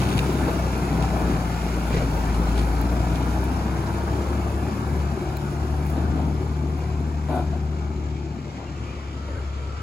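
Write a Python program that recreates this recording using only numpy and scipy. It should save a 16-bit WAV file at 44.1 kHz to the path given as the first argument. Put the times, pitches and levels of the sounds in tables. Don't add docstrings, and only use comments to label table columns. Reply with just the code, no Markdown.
import sys
import numpy as np
from scipy import signal
from scipy.fft import rfft, irfft, next_fast_len
from scipy.io import wavfile
from scipy.ndimage import uniform_filter1d, map_coordinates

SR = 44100
rng = np.random.default_rng(int(sys.argv[2]) if len(sys.argv) > 2 else 0)


def output_pcm(signal):
    pcm = np.clip(np.atleast_2d(signal).T, -1, 1) * 32767
    wavfile.write(sys.argv[1], SR, np.round(pcm).astype(np.int16))


N = 433062


def amp(db):
    return 10 ** (np.asarray(db) / 20)


def unit(x):
    return x / np.sqrt(np.mean(x ** 2) + 1e-20)


def seconds():
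    return np.arange(N) / SR


def along(points, hz):
    point_hz, values = np.transpose(points)
    return np.interp(np.log(hz + 1), np.log(point_hz + 1), values)


def curves(rows):
    times, *columns = np.transpose(rows)
    return [np.interp(seconds(), times, column) for column in columns]


def swells(rows):
    return sum(db * np.exp(-((seconds() - s) / width) ** 2) for s, db, width in rows)


def wobble(rate):
    positions = np.arange(0, N + 32, 32) * rate / SR
    knots = map_coordinates(rng.standard_normal(4000), [positions], mode="wrap")
    return (knots[:-1, None] + np.diff(knots)[:, None] * np.arange(32) / 32).ravel()[:N]


def filtered(x, response):
    m = next_fast_len(N + SR // 4, True)
    return irfft(rfft(x, m) * response(np.fft.rfftfreq(m, 1 / SR)), m)[..., :N]


def colour(points):
    return lambda hz: amp(along(points, hz))


def ringing(modes):
    return lambda f: sum(amp(db) * 1j * f * w / (c * c - f * f + 1j * f * w) for c, w, db in modes)


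# frequency in Hz, correlation from -1 to 1.
PORT_CORRELATION = [(60, .99), (130, .96), (290, .97), (600, .72), (880, .68), (1300, .22), (2300, .75),
                    (3100, .35), (4600, .3), (6500, .6), (9000, .5), (15000, .5)]
LEAD_S, LEAD_ABOVE_HZ = .000453, 1050


def rush(response, drive=1):
    m = next_fast_len(N + SR // 20, True)
    hz = np.fft.rfftfreq(m, 1 / SR)
    noise = (rng.standard_normal((2, N), np.float32) * drive).astype(np.float32)
    common, opposed = rfft(noise, m) * response(hz)
    alike = np.clip(along(PORT_CORRELATION, hz), -1, 1)
    common, opposed = common * np.sqrt(1 + alike), opposed * np.sqrt(1 - alike)
    lead = np.where(hz > LEAD_ABOVE_HZ, np.exp(2j * np.pi * hz * LEAD_S), 1)
    pair = irfft(np.array([(common + opposed) * lead, common - opposed], np.complex64), m)[:, :N]
    return pair / np.sqrt(np.mean(pair.mean(0) ** 2))


RISE_SHARE = 0.1


def bursts(rows):
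    t, power = seconds(), np.zeros(N)
    for s, db, t60 in rows:
        near = slice(max(0, int((s - .2) * SR)), int((s + .5) * SR))
        u = t[near] - s
        fall = amp(db - 60 * np.maximum(u, 0) / t60) ** 2
        power[near] += fall * np.exp(2 * np.minimum(u, 0) / (RISE_SHARE * t60))
    return np.sqrt(power)


def grains(rate, spread_db, life):
    at = np.flatnonzero(rng.random(N) < rate / SR)
    hits = np.zeros(N)
    hits[at] = amp(spread_db * np.minimum(rng.exponential(size=N)[at], 4)) ** 2
    power = signal.lfilter([1], [1, -np.exp(-2 / (life * SR))], hits)
    return unit(np.sqrt(np.abs(power)))


def strikes(rows, modes):
    out, t = np.zeros(N), np.arange(SR // 3) / SR
    for s, db in rows:
        ring = 0
        for hz, mode_db, t60 in modes:
            fading = amp(mode_db + rng.normal(0, 1) - 60 * t / t60)
            ring = ring + fading * np.sin(2 * np.pi * hz * t)
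        out[round(s * SR):][:len(t)] += amp(db) * ring
    return out


def patchy(x, depth_db):
    z = signal.stft(x, nperseg=2048)[2]
    field = uniform_filter1d(rng.standard_normal(z.shape[1:]), size=3, axis=0)
    field = uniform_filter1d(field, size=7, axis=1)
    mean_gain = np.sqrt(np.mean(amp(depth_db * field / field.std()) ** 2))
    return signal.istft(z * amp(depth_db * unit(field)) / mean_gain, nperseg=2048)[1][:, :N]


SPEED_M_PER_S, DISTANCE_M = 1.668, 10.37
ENGINE_AHEAD_M = 2.65
FENCE_M, FENCE_LENGTH_M = 6.77, 8.26
TURN_S, TURN_LENGTH_S = 8.29, 1


def hidden(ahead_m=0):
    return np.clip((SPEED_M_PER_S * seconds() + ahead_m - FENCE_M) / FENCE_LENGTH_M, 0, 1)


def turned():
    return np.clip((seconds() - TURN_S) / TURN_LENGTH_S, 0, 1)


def passing(shade_db, turn_db=0, ahead_m=0):
    distance = np.hypot(DISTANCE_M, SPEED_M_PER_S * seconds() + ahead_m)
    return 20 * np.log10(DISTANCE_M / distance) - shade_db * hidden(ahead_m) - turn_db * turned()


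# frequency in Hz, relative level in dB per Hz.
YARD_SPECTRUM = [(60, -1), (100, 21.5), (150, 8.5), (200, 4), (300, 0.5), (430, 5), (560, 2), (900, -3.5),
                 (1250, 2.5), (1600, -7.5), (2050, -10), (2400, -17), (3100, -9.5), (4300, -25),
                 (7000, -46), (11000, -26.5), (14000, -65)]


def yard():
    return amp(-38.5 + 1.4 * wobble(7.7)) * np.sqrt(turned()) * rush(colour(YARD_SPECTRUM))


# frequency in Hz, relative level in dB.
FAR_WHINE_TONES = [(1190, -5), (1315, -0.5), (1390, -3)]
# time in seconds, level in dB.
FAR_WHINE_COURSE = [(8.9, -66), (9.2, -48), (9.58, -50.5), (9.72, -47), (9.82, -43)]


def far_whine(waver_hz=18, flutter_db=2.5):
    level_db, = curves(FAR_WHINE_COURSE)

    def tone(hz):
        cycles = np.cumsum(hz + waver_hz * wobble(60)) / SR + rng.random()
        return np.sin(2 * np.pi * cycles)

    def cluster():
        return sum(amp(level_db + db + flutter_db * wobble(23)) * tone(hz) for hz, db in FAR_WHINE_TONES)

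    return turned() * np.array([cluster() for port in range(2)])


# centre in seconds, mean pitch in Hz, level in dB, half width in seconds.
JOINT_SQUEAKS = [(7.51, 1730, -52, 0.036), (8.68, 2740, -47, 0.013), (8.77, 2670, -51, .02),
                 (8.9, 2450, -48, .06), (9.37, 1580, -46.5, 0.032)]
SQUEAK_WAVER_HZ, SQUEAK_WAVERS_PER_S = 85, 260


def squeaks():
    t, shake = seconds(), SQUEAK_WAVER_HZ * wobble(SQUEAK_WAVERS_PER_S)
    out = np.zeros(N)
    for s, hz, db, width in JOINT_SQUEAKS:
        hump = np.exp(-((t - s) / width) ** 2)
        out += amp(db) * hump * np.sin(2 * np.pi * np.cumsum(hz + shake) / SR)
    return out


# frequency in Hz, relative level in dB per Hz.
GRIT_SPECTRUM = [(2000, -25), (5000, -7), (7500, -5), (9500, 1), (12000, 1), (13200, -10), (15500, -10)]
# time in seconds, level in dB.
GRIT_COURSE = [(0, -48.5), (.6, -52), (2.6, -53), (4, -55.5), (6.2, -60.5), (7.2, -67), (7.8, -70),
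               (9.82, -81)]
# centre in seconds, extra level in dB, half width in seconds.
GRIT_SPURTS = [(5.89, 6, 0.051), (7.35, 12.5, 0.07)]
# frequency in Hz, relative level in dB per Hz.
TICK_SPECTRUM = [(2000, -13), (7000, -28), (10000, 2), (14000, 4), (16000, 8)]
# frequency in Hz, relative level in dB per Hz.
STONE_SPECTRUM = [(300, -30), (1200, 6), (2400, 14), (3800, 12), (5500, 4.5), (11000, 1.5), (16000, -43)]
# peak in seconds, level in dB, t60 in seconds.
STONE_CRUNCHES = [(.03, -40, 1.2), (.179, -36, 0.055), (1.025, -40, 0.063), (2.346, -40, 0.053),
                  (2.488, -41.5, 0.057), (2.587, -37.5, 0.18), (3.16, -44, 0.15), (3.938, -50, 0.12)]
# peak in seconds, level in dB.
SHARP_TICKS = [(.095, -35), (.331, -35), (2.8145, -24.5), (3.4414, -32), (5.3715, -30), (5.866, -37),
               (5.901, -35), (5.929, -45), (6.79, -46)]
# start in seconds, level in dB.
RIM_PINGS = [(5.37, -35)]
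# frequency in Hz, mean level relative to the blow in dB, t60 in seconds.
RIM_MODES = [(2310, -6, .02), (4110, -1.5, 0.028), (6830, -8, .015)]
TICK_T60_S = 0.0054


def tyres(sand_db=-7):
    grit_db, = curves(GRIT_COURSE)
    grit_noise = rush(colour(GRIT_SPECTRUM), grains(rate=3600, spread_db=2.5, life=0.003))
    grit = amp(grit_db + swells(GRIT_SPURTS) + 0.78 * wobble(9)) * grit_noise
    sand_noise = rush(colour(TICK_SPECTRUM), grains(rate=830, spread_db=2.0, life=.0015))
    sand = amp(grit_db + sand_db - 16 * hidden() + 1.8 * wobble(11)) * sand_noise
    stone_noise = rush(colour(STONE_SPECTRUM), grains(rate=1100, spread_db=4.5, life=.001))
    stones = bursts(STONE_CRUNCHES) * stone_noise
    snaps = bursts([(s, db, TICK_T60_S) for s, db in SHARP_TICKS]) * rush(colour(TICK_SPECTRUM))
    return grit + sand + stones + snaps + strikes(RIM_PINGS, RIM_MODES)


# start in seconds, level in dB.
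CRANE_BOUNCES = [(1.946, -13.5), (1.9695, -12.5), (2.0, -20), (2.022, -15)]
# frequency in Hz, mean level relative to the blow in dB, t60 in seconds.
BEAM_MODES = [(129.4, -5, 0.14), (159, -7, 0.12), (235, -10, 0.09), (464, -12.5, 0.1)]
# peak in seconds, level in dB, t60 in seconds.
LOAD_DROPS = [(.49, -37, 0.3), (1.11, -36, .25), (1.305, -29.5, 0.22), (1.946, -22, 0.19),
              (1.973, -24.5, 0.19), (2.3, -34.5, .3), (8.57, -38, 0.16)]
# frequency in Hz, relative level in dB per Hz.
THUD_SPECTRUM = [(40, -30), (90, -17), (130, 21), (200, 0), (350, 6), (700, -9), (1500, -13), (2200, -6.5),
                 (3000, -16.5), (4600, -17), (8000, -29), (16000, -58)]


def knocks():
    thud = rush(colour(THUD_SPECTRUM), grains(rate=660, spread_db=1.5, life=0.013))
    return strikes(CRANE_BOUNCES, BEAM_MODES) + bursts(LOAD_DROPS) * thud


# peak in seconds, level in dB, t60 in seconds.
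CHAIN_CLINKS = [(.02, -46.5, 4), (.192, -23.5, 0.017), (6.0, -54, 0.6)]
# frequency in Hz, width in Hz, relative level in dB.
CHAIN_MODES = [(2340, 90, -9), (2640, 80, -2), (3630, 88, -5.5)]


def chain():
    return bursts(CHAIN_CLINKS) * rush(ringing(CHAIN_MODES), grains(rate=1000, spread_db=2.5, life=0.0018))


# start in seconds, level in dB.
SHACKLE_RAPS = [(1.908, -19), (4.667, -23.5), (7.287, -25.5)]
# frequency in Hz, mean level relative to the blow in dB, t60 in seconds.
FRAME_MODES = [(640, -7, .035), (815, -5, .03), (1240, -11, 0.018), (1930, -18, .015)]


def raps():
    return strikes(SHACKLE_RAPS, FRAME_MODES)


# start in seconds, level in dB before the trim, note in Hz.
PLATE_SLAPS = [(0.484, -14, 466), (0.569, -22, 258), (1.264, -19, 240), (1.297, -11, 293),
               (1.775, -15, 320), (1.907, -18, 250), (3.669, -17, 315), (4.629, -20, 315),
               (4.667, -24, 374), (5.174, -17.5, 366), (5.225, -17, 357), (5.946, -26, 256),
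               (6.042, -18.5, 252.4), (6.409, -23, 331), (6.638, -20, 323), (7.005, -23, 272)]
SLAP_TRIM_DB, SLAP_T60_S = -4.5, 0.064
SLAP_OVERTONE, SLAP_OVERTONE_DB = 1.7, -8.5


def slaps():
    out = np.zeros(N)
    for s, db, hz in PLATE_SLAPS:
        note = (hz, 0, SLAP_T60_S)
        overtone = (SLAP_OVERTONE * hz, SLAP_OVERTONE_DB, SLAP_T60_S / 2)
        out += strikes([(s, db + SLAP_TRIM_DB)], [note, overtone])
    return out


# start in seconds, length in seconds, level in dB before trims.
CRANE_SLIPS = [(7.284, 0.108, -27), (7.516, 0.02, -32)]
SLIP_T60_S = 0.22


def slipping(rise_s):
    t, force = seconds(), np.zeros(N)
    for s, length, db in CRANE_SLIPS:
        release = amp(db - 60 * np.maximum(t - s - length, 0) / SLIP_T60_S)
        force += release * -np.expm1(-np.maximum(t - s, 0) / rise_s)
    return force


# frequency in Hz, relative level in dB per Hz.
SCRAPE_SPECTRUM = [(150, -22), (260, 14.5), (480, -6), (650, 4.5), (870, -2.5), (1050, -6), (1550, -22),
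                   (1900, -21), (4000, -24), (8000, -54), (14000, -50)]
# peak in seconds, level in dB, t60 in seconds.
RAMP_CLANKS = [(.49, -25.5, 0.17), (5.98, -28.5, 0.22), (6.2, -32.5, 0.89), (8.6, -36.5, 0.67)]
SCRAPE_TRIM_DB, SCRAPE_RISE_S = -1, 0.0023


def scrape():
    envelope = amp(SCRAPE_TRIM_DB) * slipping(SCRAPE_RISE_S) + bursts(RAMP_CLANKS)
    return envelope * rush(colour(SCRAPE_SPECTRUM), grains(rate=2800, spread_db=0.5, life=0.0019))


# frequency at full force in Hz, random pitch waver in Hz, relative level in dB.
BED_MODES = [(232, 14, -5), (355, 16.5, -6), (667, 27, 1.5), (727, 10, 3.5), (865, 27.4, -4),
             (1040, 50, -13), (1170, 30, -14), (1354, 20, -12), (1450, 16, -9), (1546, 50, -14)]
RING_RISE_S = 0.034
SLIP_BEND = .015


def groan(ring_db=-1, judder_hz=118, judder=0.34):
    force = slipping(RING_RISE_S)
    bend = 1 + SLIP_BEND * (force / force.max() - 1)
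    ring = np.zeros(N)
    for hz, width, db in BED_MODES:
        cycles = np.cumsum(bend * hz + width * wobble(110)) / SR
        ring += amp(db + 2.4 * wobble(65)) * np.sin(2 * np.pi * cycles)
    slips = 1 + judder * np.cos(2 * np.pi * np.cumsum(judder_hz * (1 + .12 * wobble(50))) / SR)
    return amp(ring_db) * force * unit(ring * slips)


def load():
    return knocks() + chain() + scrape() + raps() + slaps() + groan()


# frequency in Hz, relative level in dB per Hz.
DECK_SPECTRUM = [(20, -34), (38, -27), (55, 4.5), (85, 0), (125, 5.5), (170, 4), (240, 2.5), (300, 0),
                 (390, -2.5), (460, -10), (600, -36), (1000, -49), (2000, -80)]
# frequency in Hz, relative level in dB per Hz.
RATTLE_SPECTRUM = [(250, -43), (450, -4.5), (560, -6.5), (660, -2), (850, -2.5), (1020, -6.5), (1220, -6),
                   (1450, -10.5), (1750, -13.5), (2200, -46), (4000, -61)]
# centre in seconds, extra level in dB, half width in seconds.
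GROUND_RUTS = [(.13, 2, 0.11), (.48, 2.5, 0.061), (.68, -1, 0.12), (1.24, 5, 0.18), (1.6, -3.5, 0.5),
               (3.12, 1.5, 0.068), (6.08, 4.5, 0.17)]


def trailer():
    ground_db = swells(GROUND_RUTS)
    rumble_db = -26.5 + ground_db + passing(shade_db=4.0, turn_db=5.0, ahead_m=1)
    rattle_db = -33.5 + .5 * ground_db + passing(shade_db=9, turn_db=4.0)
    rumble = amp(rumble_db + 0.56 * wobble(16)) * rush(colour(DECK_SPECTRUM))
    contacts = grains(rate=1800, spread_db=1.5, life=.003)
    rattle = amp(rattle_db + 0.22 * wobble(14)) * rush(colour(RATTLE_SPECTRUM), contacts)
    return rumble + rattle


def whine(firings, pitch_hz, level_db):
    pitch_phase = 2 * np.pi * np.cumsum(pitch_hz + 18 * wobble(40)) / SR
    phase = pitch_phase + 1.1 * np.sin(2 * np.pi * firings)

    def port_tone():
        return amp(level_db + 3.3 * wobble(25)) * np.sin(phase + 1.1 * wobble(170))

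    return np.array([port_tone() for port in range(2)])


# frequency in Hz, relative level in dB per Hz.
CLATTER_SPECTRUM = [(1000, -12.5), (1900, -2.5), (2350, 2), (2700, -3.5), (3150, -6), (3700, -7),
                    (4700, -7.5), (5400, -8), (6400, -10.5), (7500, -7.5), (8600, -35), (14000, -52)]


def clatter(firings):
    beat = 1 + 0.024 * np.cos(2 * np.pi * firings)
    level_db = -42 + passing(shade_db=4.5, turn_db=-1.3, ahead_m=ENGINE_AHEAD_M)
    noise = rush(colour(CLATTER_SPECTRUM), beat * amp(0.95 * wobble(160)))
    return amp(level_db + 0.45 * wobble(8.6)) * noise


def engine_tone(firings, multiple, waver):
    phase = 2 * np.pi * (multiple * firings + rng.random())
    return np.sqrt(2) * np.sin(phase + waver * wobble(15))


# time in seconds, level in dB.
BOOM_COURSE = [(0, -29), (.7, -27.5), (1.6, -27.5), (2.75, -22), (3.35, -25), (3.85, -29.5), (5.05, -25.5),
               (5.9, -26), (7.85, -27.5), (8.7, -32.5), (9.1, -34.5), (9.45, -28.5), (9.82, -34)]
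# centre in seconds, change in dB, half width in seconds.
BOOM_DIPS = [(4.76, -9, 0.083), (5.23, -10, 0.097), (5.47, -15, 0.086), (8.5, -10, 0.17)]


def boom(firings):
    boom_db = curves(BOOM_COURSE)[0] + swells(BOOM_DIPS)
    tones = engine_tone(firings, 1, 0.18)
    tones += amp(-24.5) * engine_tone(firings, 1 / 2, .2)
    tones += amp(-18.0) * engine_tone(firings, 5 / 6, 0.3)
    return amp(boom_db + 0.61 * wobble(9.2)) * tones


ENGINE_OVERTONES = [(1.5, -37, -33, -34.5, .45), (2, -38.5, -43, -31, .1), (2.65, -43, -46, -46, 0.33),
                    (3, -39, -45, -55, 0.25), (4.5, -44.5, -45, -41.5, 0.7), (5, -46.5, -38, -39.5, 0.84)]
PULL_S, PULL_LENGTH_S = 2.792, 1
EASE_S, EASE_LENGTH_S = 4.69, 0.25
PIPE_HZ, PIPE_WIDTH_HZ, PIPE_BOOST_DB = 163, 9.1, 9.5


def overtones(firings, rate_hz, away_db):
    times = [PULL_S, PULL_S + PULL_LENGTH_S, EASE_S, EASE_S + EASE_LENGTH_S]
    out = np.zeros(N)
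    for multiple, lugging_db, pulling_db, eased_db, waver in ENGINE_OVERTONES:
        db = np.interp(seconds(), times, [lugging_db, pulling_db, pulling_db, eased_db])
        boost_db = PIPE_BOOST_DB / (1 + ((multiple * rate_hz - PIPE_HZ) / PIPE_WIDTH_HZ) ** 2)
        level = amp(db + boost_db + away_db + 1.5 * wobble(6.5))
        out += level * engine_tone(firings, multiple, waver)
    return out


# frequency in Hz, relative level in dB.
PIPE_SPECTRUM = [(60, -52), (115, -14), (160, 1), (195, 3), (260, -2), (330, 2.5), (385, 5.5), (450, -5.5),
                 (700, -12.5), (1500, -25), (5000, -120)]


def puffs(firings, away_db):
    at = np.flatnonzero(np.diff(np.floor(firings)))
    cylinders_db = np.array([8.0, -1.5, -10, -12.0, 5.0, -20.0])
    pulses = np.zeros(N)
    pulses[at] = amp(np.resize(cylinders_db, len(at)) + 3.2 * rng.standard_normal(len(at)))
    return amp(away_db - 40.0) * unit(filtered(pulses, colour(PIPE_SPECTRUM)))


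def exhaust(firings, rate_hz):
    away_db = passing(shade_db=4.5, turn_db=8.0)
    return boom(firings) + overtones(firings, rate_hz, away_db) + puffs(firings, away_db)


# time in seconds, firing rate in Hz.
FIRING_RATE = [(0, 63.23), (.28, 65.03), (1.25, 59.46), (1.6, 59.14), (2.35, 55.79), (2.9, 59.1),
               (3.5, 64.72), (4.25, 70.3), (4.55, 69.8), (4.8, 73.44), (5.3, 71.6), (5.9, 73.94),
               (7.5, 75.17), (8.6, 70.76), (9.82, 70.2)]


def scene(drift_db=1.0):
    rate_hz, = curves(FIRING_RATE)
    firings = np.cumsum(rate_hz) / SR
    roar = patchy(clatter(firings) + trailer() + yard(), depth_db=2.0)
    whine_db = -44.0 + passing(shade_db=15.5, ahead_m=ENGINE_AHEAD_M)
    thin_whine = whine(firings, pitch_hz=1435, level_db=whine_db)
    background = far_whine() + squeaks() + tyres() + load()
    everything = background + roar + thin_whine + exhaust(firings, rate_hz)
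    return everything * amp(np.outer([.5, -.5], drift_db * (hidden() - turned())))


# frequency in Hz, left minus right in dB.
PORT_BALANCE = [(60, 2.5), (1290, 3), (2380, -0.5), (4400, -2.2), (8120, -0.9), (15000, 0.5)]
TOP_HZ = 15850


def record(dry):
    return filtered(dry, lambda hz: amp(np.outer([.5, -.5], along(PORT_BALANCE, hz))) * (hz < TOP_HZ))


dry = scene()
out = record(dry)
output_pcm(out)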